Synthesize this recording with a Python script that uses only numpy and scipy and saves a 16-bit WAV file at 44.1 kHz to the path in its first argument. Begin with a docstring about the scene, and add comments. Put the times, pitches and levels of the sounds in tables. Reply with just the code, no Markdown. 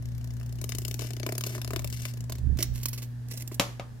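"""Papery wing beats, faint at first: a big moth on a wooden shelf, left of a stereo microphone pair.
Its wings slap and brush cardboard boxes, which answer with hollow thumps. It takes off, drones
close past the microphones as its strokes push the air, and scrabbles again further right.
Near the end a sharp knock and a softer one ring through the tiled room.
Behind it all lie a soft rumble and a mains hum that fades towards the end."""
import sys
import numpy as np
from scipy import signal
from scipy.fft import rfft, irfft
from scipy.io import wavfile

SR = 44100
rng = np.random.default_rng(int(sys.argv[2]) if len(sys.argv) > 2 else 0)


def bounce(signal):
    """Save signal as a 16-bit WAV file at the path given by the first command-line argument."""
    frames = np.transpose(np.atleast_2d(signal))
    limited = np.clip(frames, -1, 1)
    pcm = np.round(limited * 32767).astype(np.int16)
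    wavfile.write(sys.argv[1], SR, pcm)


N = 176400

# Levels are relative within a layer. pan_db is left minus right; thump_db shifts the thump alone.
# Runs of wing beats on the boxes:
# first_s, last_s, beats, first_db, last_db, thump_db, favoured_hz, decay_ms
BEAT_RUNS = [(0.024, 0.586, 19, -18.5, -15.5, -0.5, 484, 2.62), (0.6138, 0.641, 2, 0, 3.5, -5, 400, 1.45),
             (0.692, .721, 2, 3.5, 0.5, -9, 400, 1.66), (0.749, 0.818, 3, -1.5, -7, -1, 350, 2.74),
             (0.85, 0.942, 4, 1, 0.5, -5, 380, 1.66), (0.993, 1.019, 2, 0, 0.5, 1, 396, 1.5),
             (1.134, 1.231, 4, -4.5, 1.5, -2, 405, 1.18), (1.322, 1.352, 2, 5, 1, -1, 435, 1.36),
             (1.38, 1.438, 3, 8, 3, -9, 960, 1.55), (1.55, 1.58, 2, -6, -9.5, 6.5, 800, 1.8),
             (1.616, 1.676, 3, 2.5, 4, -8, 820, 1.24), (1.706, 1.761, 3, 1.5, 4.5, 3.5, 650, 1.5),
             (1.793, 1.819, 2, -1, -11, -2.5, 706, 1.9), (1.874, 1.926, 3, -8.5, -2.5, -21, 600, 2.4),
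             (2.137, 2.24, 4, -8, -9.5, -5, 583, 1.72), (2.353, 2.383, 2, -8, -12.5, -3, 600, 2.2),
             (2.588, 2.605, 2, 6.5, 1, -3, 334, 1.56)]
# Single strikes and body bumps: start_s, level_db, thump_db, favoured_hz, decay_ms
SINGLE_STRIKES = [(0.412, -18.5, 8, 1300, 1.7), (1.044, -13.5, 11, 374, 1.6), (1.106, -4, 4.5, 312, 2),
                  (1.264, 1, 8.5, 427, 2), (1.290, -1.5, 9, 483, 2.3), (1.465, 1.5, -1, 446, 2.9),
                  (1.844, 8, -6.5, 800, 1.75), (2.019, 0, -30, 2400, 1), (2.053, -1, 2.5, 2500, 1.7),
                  (2.296, -4.5, 4, 620, 3.1), (2.322, 3.5, -12, 603, 2.35), (2.572, -7.5, -6, 600, 1.9),
                  (2.626, 14.5, -17, 300, 2.56), (2.757, -1, -15, 600, 1.6), (2.831, -6.5, -30, 1220, 5),
                  (2.856, 5.5, -12, 1200, 2.76), (2.884, -0.5, -22, 1200, 3.9), (2.930, -8, -9, 1180, 12),
                  (2.976, -11.5, -26, 1200, 12.6), (3.019, -14.5, -20, 1220, 21),
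                  (3.285, -7.5, -7, 350, 1.02), (3.315, -6.5, -19, 350, 1.8), (3.339, -4, -10, 590, 1.7),
                  (3.372, -8, -12, 587, 8.4), (3.475, -15, -11, 600, 6.3), (3.515, -21, 18, 350, 23),
                  (3.543, -12.5, -1, 350, 4.1)]
# Wings dragging along a surface: start_s, length_s, level_db, box_rumble_db
WING_RUBS = [(0.986, 0.12, -14, -2), (1.443, 0.16, -11, -3), (1.915, 0.21, -13, -16),
             (2.583, 0.075, -6.5, -6.5), (2.729, 0.14, -17.5, -18), (3.291, 0.095, -14, -14),
             (3.394, 0.045, -6.5, -14)]
# Where the wings touch, moving from left to just right of centre: time_s, pan_db
MOTH_PAN = [(0.4, 5.5), (0.62, 12), (1.2, 14.5), (1.28, 6.5), (1.65, 8.5), (2.05, 8), (2.3, 2), (2.6, -1.5),
            (3.4, -3.5)]
# Papery crackle of a slap: frequency_hz, level_db
SLAP_SPECTRUM = [(200, 7.5), (900, -8), (1900, -3), (2400, 1.5), (3400, -1), (4600, 3.5), (6400, 5),
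                 (8800, -2), (12500, 4), (15500, -1.5), (18000, -7)]
# Rustle of a dragging wing: frequency_hz, level_db
RUB_SPECTRUM = [(300, -36), (1500, -3.5), (2400, 2), (3500, -3.5), (6000, 2), (9000, -5), (12500, 0.5),
                (16000, -11.5)]
# Modes of a cardboard box: pitch_hz, level_db, t60_s
BOX_MODES = [(269, 5.5, 0.021), (342.5, 2.5, 0.041), (416, 0.5, 0.027), (638, 0, 0.039), (688, 0.5, 0.02),
             (961, -3.5, 0.031), (1300, 1, 0.014), (1705, 6, 0.0069), (2430, 7, 0.0095)]
# Pace of the wing strokes: time_s, rate_hz
STROKE_RATE = [(0, 33.5), (.58, 31.5), (.68, 35.5), (1.0, 30.5), (1.8, 36.5), (2.2, 34), (2.48, 34.5),
               (2.72, 29.5)]
# Harmonics of the drone, from the stroke rate upward: level_db
DRONE_HARMONICS = [-12.5, -0.5, -17, -15.5, -17]
# Air rushing off the wings: frequency_hz, level_db
WHOOSH_SPECTRUM = [(20, -55), (40, 3.5), (150, 11), (300, -7), (450, -17), (900, -43), (4000, -79)]
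# Pushed air, loudest as the moth passes the microphones: time_s, level_db
AIR_LEVEL = [(0, -43), (.9, -53.5), (1.4, -67), (1.85, -55.5), (2.14, -71.5), (2.39, -38), (2.46, -30.5),
             (2.54, -29), (2.63, -51), (2.71, -34), (2.82, -47), (3.1, -56.5), (4, -54.5)]
# Side on which that air arrives: time_s, pan_db
FLIGHT_PAN = [(0, 13.5), (2.2, 49), (2.45, -19.5), (4, -2.5)]
# Blows heard through the room: start_s, level_db, lowpass_hz, ring_db, favoured_hz
KNOCK_BLOWS = [(3.597, 4, 10300, 0, 684), (3.612, -10, 4000, 0, 1010), (3.797, -10, 1780, 2, 1280)]
# Impact of a knock: frequency_hz, level_db
KNOCK_SPECTRUM = [(60, -5), (190, -0.5), (400, -1), (750, 3.5), (1300, -6), (2200, -4.5), (4700, -7),
                  (7000, -7.5), (9000, -15.5), (12000, -8), (16000, -17)]
# Hollow ring of a knock: pitch_hz, level_db, t60_s
KNOCK_RING_MODES = [(573, 2, 0.19), (756, -5, 0.081), (905, -10, 0.24), (1046, -8, 0.24), (1136, 2.5, 0.07),
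                    (1224, 7, 0.082)]
# Mains hum and its octave: pitch_hz, level_db
HUM_PARTIALS = [(120.4, -34), (240.8, -51.5)]
# Fade of the hum: time_s, level_db
HUM_FADE = [(0, -0.96), (2.8, -1.5), (3.4, -4), (3.65, -5.5), (4, -10.5)]
# Background rumble of the room: frequency_hz, level_db
RUMBLE_SPECTRUM = [(20, -7), (70, 4), (200, -3), (400, -14.5), (900, -20.5), (1300, -27), (1720, -19),
                   (2200, -30.5), (5000, -30.5), (13000, -37.5), (17000, -47)]
# Tonal mismatch of the two microphones: frequency_hz, pan_db
MIC_MISMATCH = [(150, 0), (1200, -1.5), (2500, 3), (5000, 0), (9000, -3), (14000, -7)]

SLAP_DB, THUMP_DB, RUB_DB, WHOOSH_DB = -26.5, -37.5, -35, -15
KNOCK_DB, KNOCK_RING_DB, RUMBLE_DB = 1.5, -37, -51.5
SLAP_RISE_S, THUMP_DECAY_S, CRACK_DECAY_S, ROOM_T60_S = 0.00062, 0.0011, 0.0033, 0.37
HIND_MAX_SHARE, HIND_MAX_LAG_S, SLIDE_MAX_DB = 0.37, 0.0077, -35
SIDES = np.array([[1], [-1]])  # left, right


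def wing_slaps(tilt_spread_db=5.5):
    """Each touch is a papery crackle, a hind-wing flick, a faint slide and a push on the cardboard."""
    slaps, thumps = np.zeros((2, N)), np.zeros((2, N))
    t = np.arange(SR // 25) / SR
    for start, db, thump_db, favoured_hz, decay_ms in wing_contacts():
        touch = (1 - np.exp(-t / SLAP_RISE_S)) * np.exp(-t * 1000 / decay_ms)
        hind = HIND_MAX_SHARE * rng.random() * np.interp(t - HIND_MAX_LAG_S * rng.random(), t, touch)
        slide = undb(SLIDE_MAX_DB) * rng.random() * np.hanning(len(t))
        crackle = np.sqrt(touch ** 2 + hind ** 2 + slide ** 2) * grit(len(t))
        stretch = np.exp(0.11 * rng.uniform(-0.73, 1))  # each spot has its own papery pitch
        crackle = colour(crackle, [(hz * stretch, level) for hz, level in SLAP_SPECTRUM])[0]
        low = signal.sosfiltfilt(signal.butter(1, 6000, fs=SR, output="sos"), crackle)
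        tilt = undb(tilt_spread_db * rng.standard_normal() / 2)  # and its own brightness
        slap = low / tilt + (crackle - low) * tilt
        place(slaps, undb(db + SLAP_DB) * slap, start, moth_pan(start))
        push = 12 * (t == 0) + .5 * np.exp(-t / THUMP_DECAY_S) * rng.standard_normal(len(t))
        thump = undb(db + thump_db + THUMP_DB) * cardboard_box(push, favoured_hz)
        place(thumps, thump, start, moth_pan(start) / 2)
    return slaps + thumps


def wing_contacts():
    """Every touch of a wing: even beats within each run, then the single strikes."""
    for start, end, beats, first_db, last_db, thump_db, favoured_hz, decay_ms in BEAT_RUNS:
        for time, db in np.linspace((start, first_db), (end, last_db), int(round(beats))):
            yield time, db, thump_db, favoured_hz, decay_ms
    yield from SINGLE_STRIKES


def wing_rubs(throb_db=3, throb_hz=35, box_hz=400, catch_db=4):
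    """Scaly wings drag along a surface, snagging in crisp catches and throbbing with the stroke."""
    rustle, box_rumble = np.zeros((2, N)), np.zeros((2, N))
    t = np.arange(SR // 4) / SR
    throb = throb_db * np.cos(2 * np.pi * throb_hz * t)
    for start, length, db, box_db in WING_RUBS:
        envelope = np.clip(np.minimum(t / 0.014, (length - t) / 0.039), 0, 1)
        snags = undb(catch_db * np.minimum(rng.exponential(size=len(t)), 4))
        catches = unit(np.repeat(snags, 60)[:len(t)])  # each holds for 60 samples
        drag = undb(RUB_DB + db + throb) * catches * envelope * grit(len(t))
        place(rustle, drag, start, moth_pan(start))
        place(box_rumble, undb(box_db) * cardboard_box(drag, box_hz), start, moth_pan(start) / 2)
    return colour(rustle, RUB_SPECTRUM) + box_rumble


def cardboard_box(push, favoured_hz, detune=0.04, spread_db=2):
    """The cardboard answers a push; every spot rings a little differently."""
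    modes = [(hz * (1 + detune * rng.standard_normal()), db + spread_db * rng.standard_normal(), t60)
             for hz, db, t60 in BOX_MODES]
    response = ring(modes, favoured_hz)
    return signal.fftconvolve(push, response / np.linalg.norm(response))


def wing_air():
    """Wing strokes push the air: a low drone and a pulsing whoosh that pass close by, left to right."""
    phase = 2 * np.pi * np.cumsum(curve(STROKE_RATE)) / SR
    drone = unit(sum(undb(db) * np.sin((k + 1) * phase + rng.uniform(0, 2 * np.pi))
                     for k, db in enumerate(DRONE_HARMONICS)))
    pulse = 1 + 1.35 * np.cos(phase)
    whoosh = colour(stereo_noise(width=1.0), WHOOSH_SPECTRUM) * pulse * undb(WHOOSH_DB)
    return (drone + whoosh) * undb(curve(AIR_LEVEL) + curve(FLIGHT_PAN) * SIDES / 2)


def knocks(pan_db=1, crack_share=0.11):
    """Near centre, a hard crack with a hollow ring; softer blows are duller and favour higher modes."""
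    blows, cracks = np.zeros((2, N)), np.zeros((2, N))
    t = np.arange(SR // 2) / SR
    impact = undb(KNOCK_DB) * colour(1. * (t == 0), KNOCK_SPECTRUM)[0, :len(t)]
    for start, db, lowpass_hz, ring_db, favoured_hz in KNOCK_BLOWS:
        dull = signal.butter(1, min(lowpass_hz, SR / 2 - 1), fs=SR)
        blow = impact + undb(KNOCK_RING_DB + ring_db) * ring(KNOCK_RING_MODES, favoured_hz)
        crack = undb(KNOCK_DB) * crack_share * rng.standard_normal(len(t)) * np.exp(-t / CRACK_DECAY_S)
        place(blows, undb(db) * signal.lfilter(*dull, blow), start, pan_db)
        place(cracks, undb(db) * signal.lfilter(*dull, crack), start, pan_db)
    return tiled_room(blows, near_db=-0.5, near_t60=0.12, room_db=-7.5) + colour(cracks, KNOCK_SPECTRUM)


def tiled_room(x, near_db, near_t60, room_db):
    """Direct sound, quick reflections from nearby surfaces, then the tail of the room."""
    t = np.arange(SR) / SR
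    onset = np.clip(t / 0.00082 - .5, 0, 1)

    def tail(t60):
        noise = rng.standard_normal((2, SR))
        low = signal.sosfiltfilt(signal.butter(2, 444, fs=SR, output="sos"), noise)
        diffuse = low[0] + noise - low  # the lows reach both microphones alike
        response = diffuse * np.exp(-np.log(1000) * t / t60) * onset
        return response / np.linalg.norm(response[0])
    near = convolve(x, undb(near_db) * tail(near_t60))
    far = convolve(x.sum(0) / np.sqrt(2), undb(room_db) * tail(ROOM_T60_S))
    return x + near + far


def room_tone():
    """Mains hum that fades as the microphone turns away, over a soft rumble."""
    t = np.arange(N) / SR
    hum = sum(np.sqrt(2) * undb(db) * np.sin(2 * np.pi * (hz * t + rng.random()))
              for hz, db in HUM_PARTIALS)
    rumble = undb(RUMBLE_DB) * colour(stereo_noise(width=0.89), RUMBLE_SPECTRUM)
    return hum * undb(curve(HUM_FADE)) + rumble


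def moth_pan(time):
    """Left minus right, in dB, of the spot where the wings touch."""
    return np.interp(time, *np.array(MOTH_PAN).T)


def place(out, sound, start, pan_db, lag_s_per_db=.00003):
    """Add a sound, louder and earlier at the nearer microphone."""
    for channel, side in enumerate((1, -1)):
        i = max(0, int((start - side * pan_db * lag_s_per_db / 2) * SR))
        part = sound[:max(0, N - i)]
        out[channel, i:i + len(part)] += part * undb(side * pan_db / 2)


def ring(modes, favoured_hz, falloff_db_per_octave=5):
    """Damped modes of alternating sign; those near the favoured pitch answer most."""
    t = np.arange(SR // 2) / SR
    response = np.zeros(len(t))
    for k, (hz, db, t60) in enumerate(modes):
        gain = (-1) ** k * undb(db - falloff_db_per_octave * abs(np.log2(hz / favoured_hz)))
        response += gain * np.exp(-np.log(1000) * t / t60) * np.sin(2 * np.pi * hz * t)
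    return response


def grit(count, unevenness=0.88):
    """Dense ticks of uneven size."""
    return unit(rng.standard_normal(count) * np.exp(unevenness * rng.standard_normal(count)))


def stereo_noise(width):
    """Noise shared by both channels, with an opposed part."""
    return rng.standard_normal(N) + width * rng.standard_normal(N) * SIDES


def colour(x, points, size=4096):
    """Minimum-phase filter of unit energy through (Hz, dB) points."""
    cepstrum = irfft(np.log(undb(spectrum_db(points, size))))
    cepstrum[1:size // 2] *= 2
    cepstrum[size // 2 + 1:] = 0
    response = irfft(np.exp(rfft(cepstrum)))
    return convolve(x, response / np.linalg.norm(response))


def spectrum_db(points, size):
    """Join (Hz, dB) points over log frequency, one value per FFT bin."""
    hz, db = np.array(points).T
    return np.interp(np.log(np.arange(size // 2 + 1) * SR / size + 1), np.log(hz), db)


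def convolve(x, response):
    """Play each channel through a response."""
    return signal.fftconvolve(np.atleast_2d(x), np.atleast_2d(response), axes=1)[:, :N]


def curve(rows):
    """Straight lines through (s, value) points."""
    return np.interp(np.arange(N) / SR, *np.array(rows).T)


def unit(x):
    """Scale to rms 1."""
    return x / np.sqrt(np.mean(x ** 2))


def undb(db):
    """Decibels to gain."""
    return 10 ** (np.asarray(db) / 20)


def scene():
    """The moth on its shelf and in flight, the knocks, and the room behind them."""
    moth = tiled_room(wing_slaps() + wing_rubs(), near_db=-2.5, near_t60=0.02, room_db=-12.5)
    return moth + wing_air() + knocks() + room_tone()


def record(dry):
    """The two microphones differ in brightness; the recorder rounds the peaks and cuts the top."""
    mismatch = undb(spectrum_db(MIC_MISMATCH, 2 * N) * SIDES / 2)
    heard = irfft(rfft(dry, 2 * N) * mismatch)[:, :N]
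    top_cut = signal.ellip(8, .2, 70, 16000, fs=SR, output="sos")
    return signal.sosfilt(top_cut, np.tanh(heard))


dry = scene()
out = record(dry)
bounce(out)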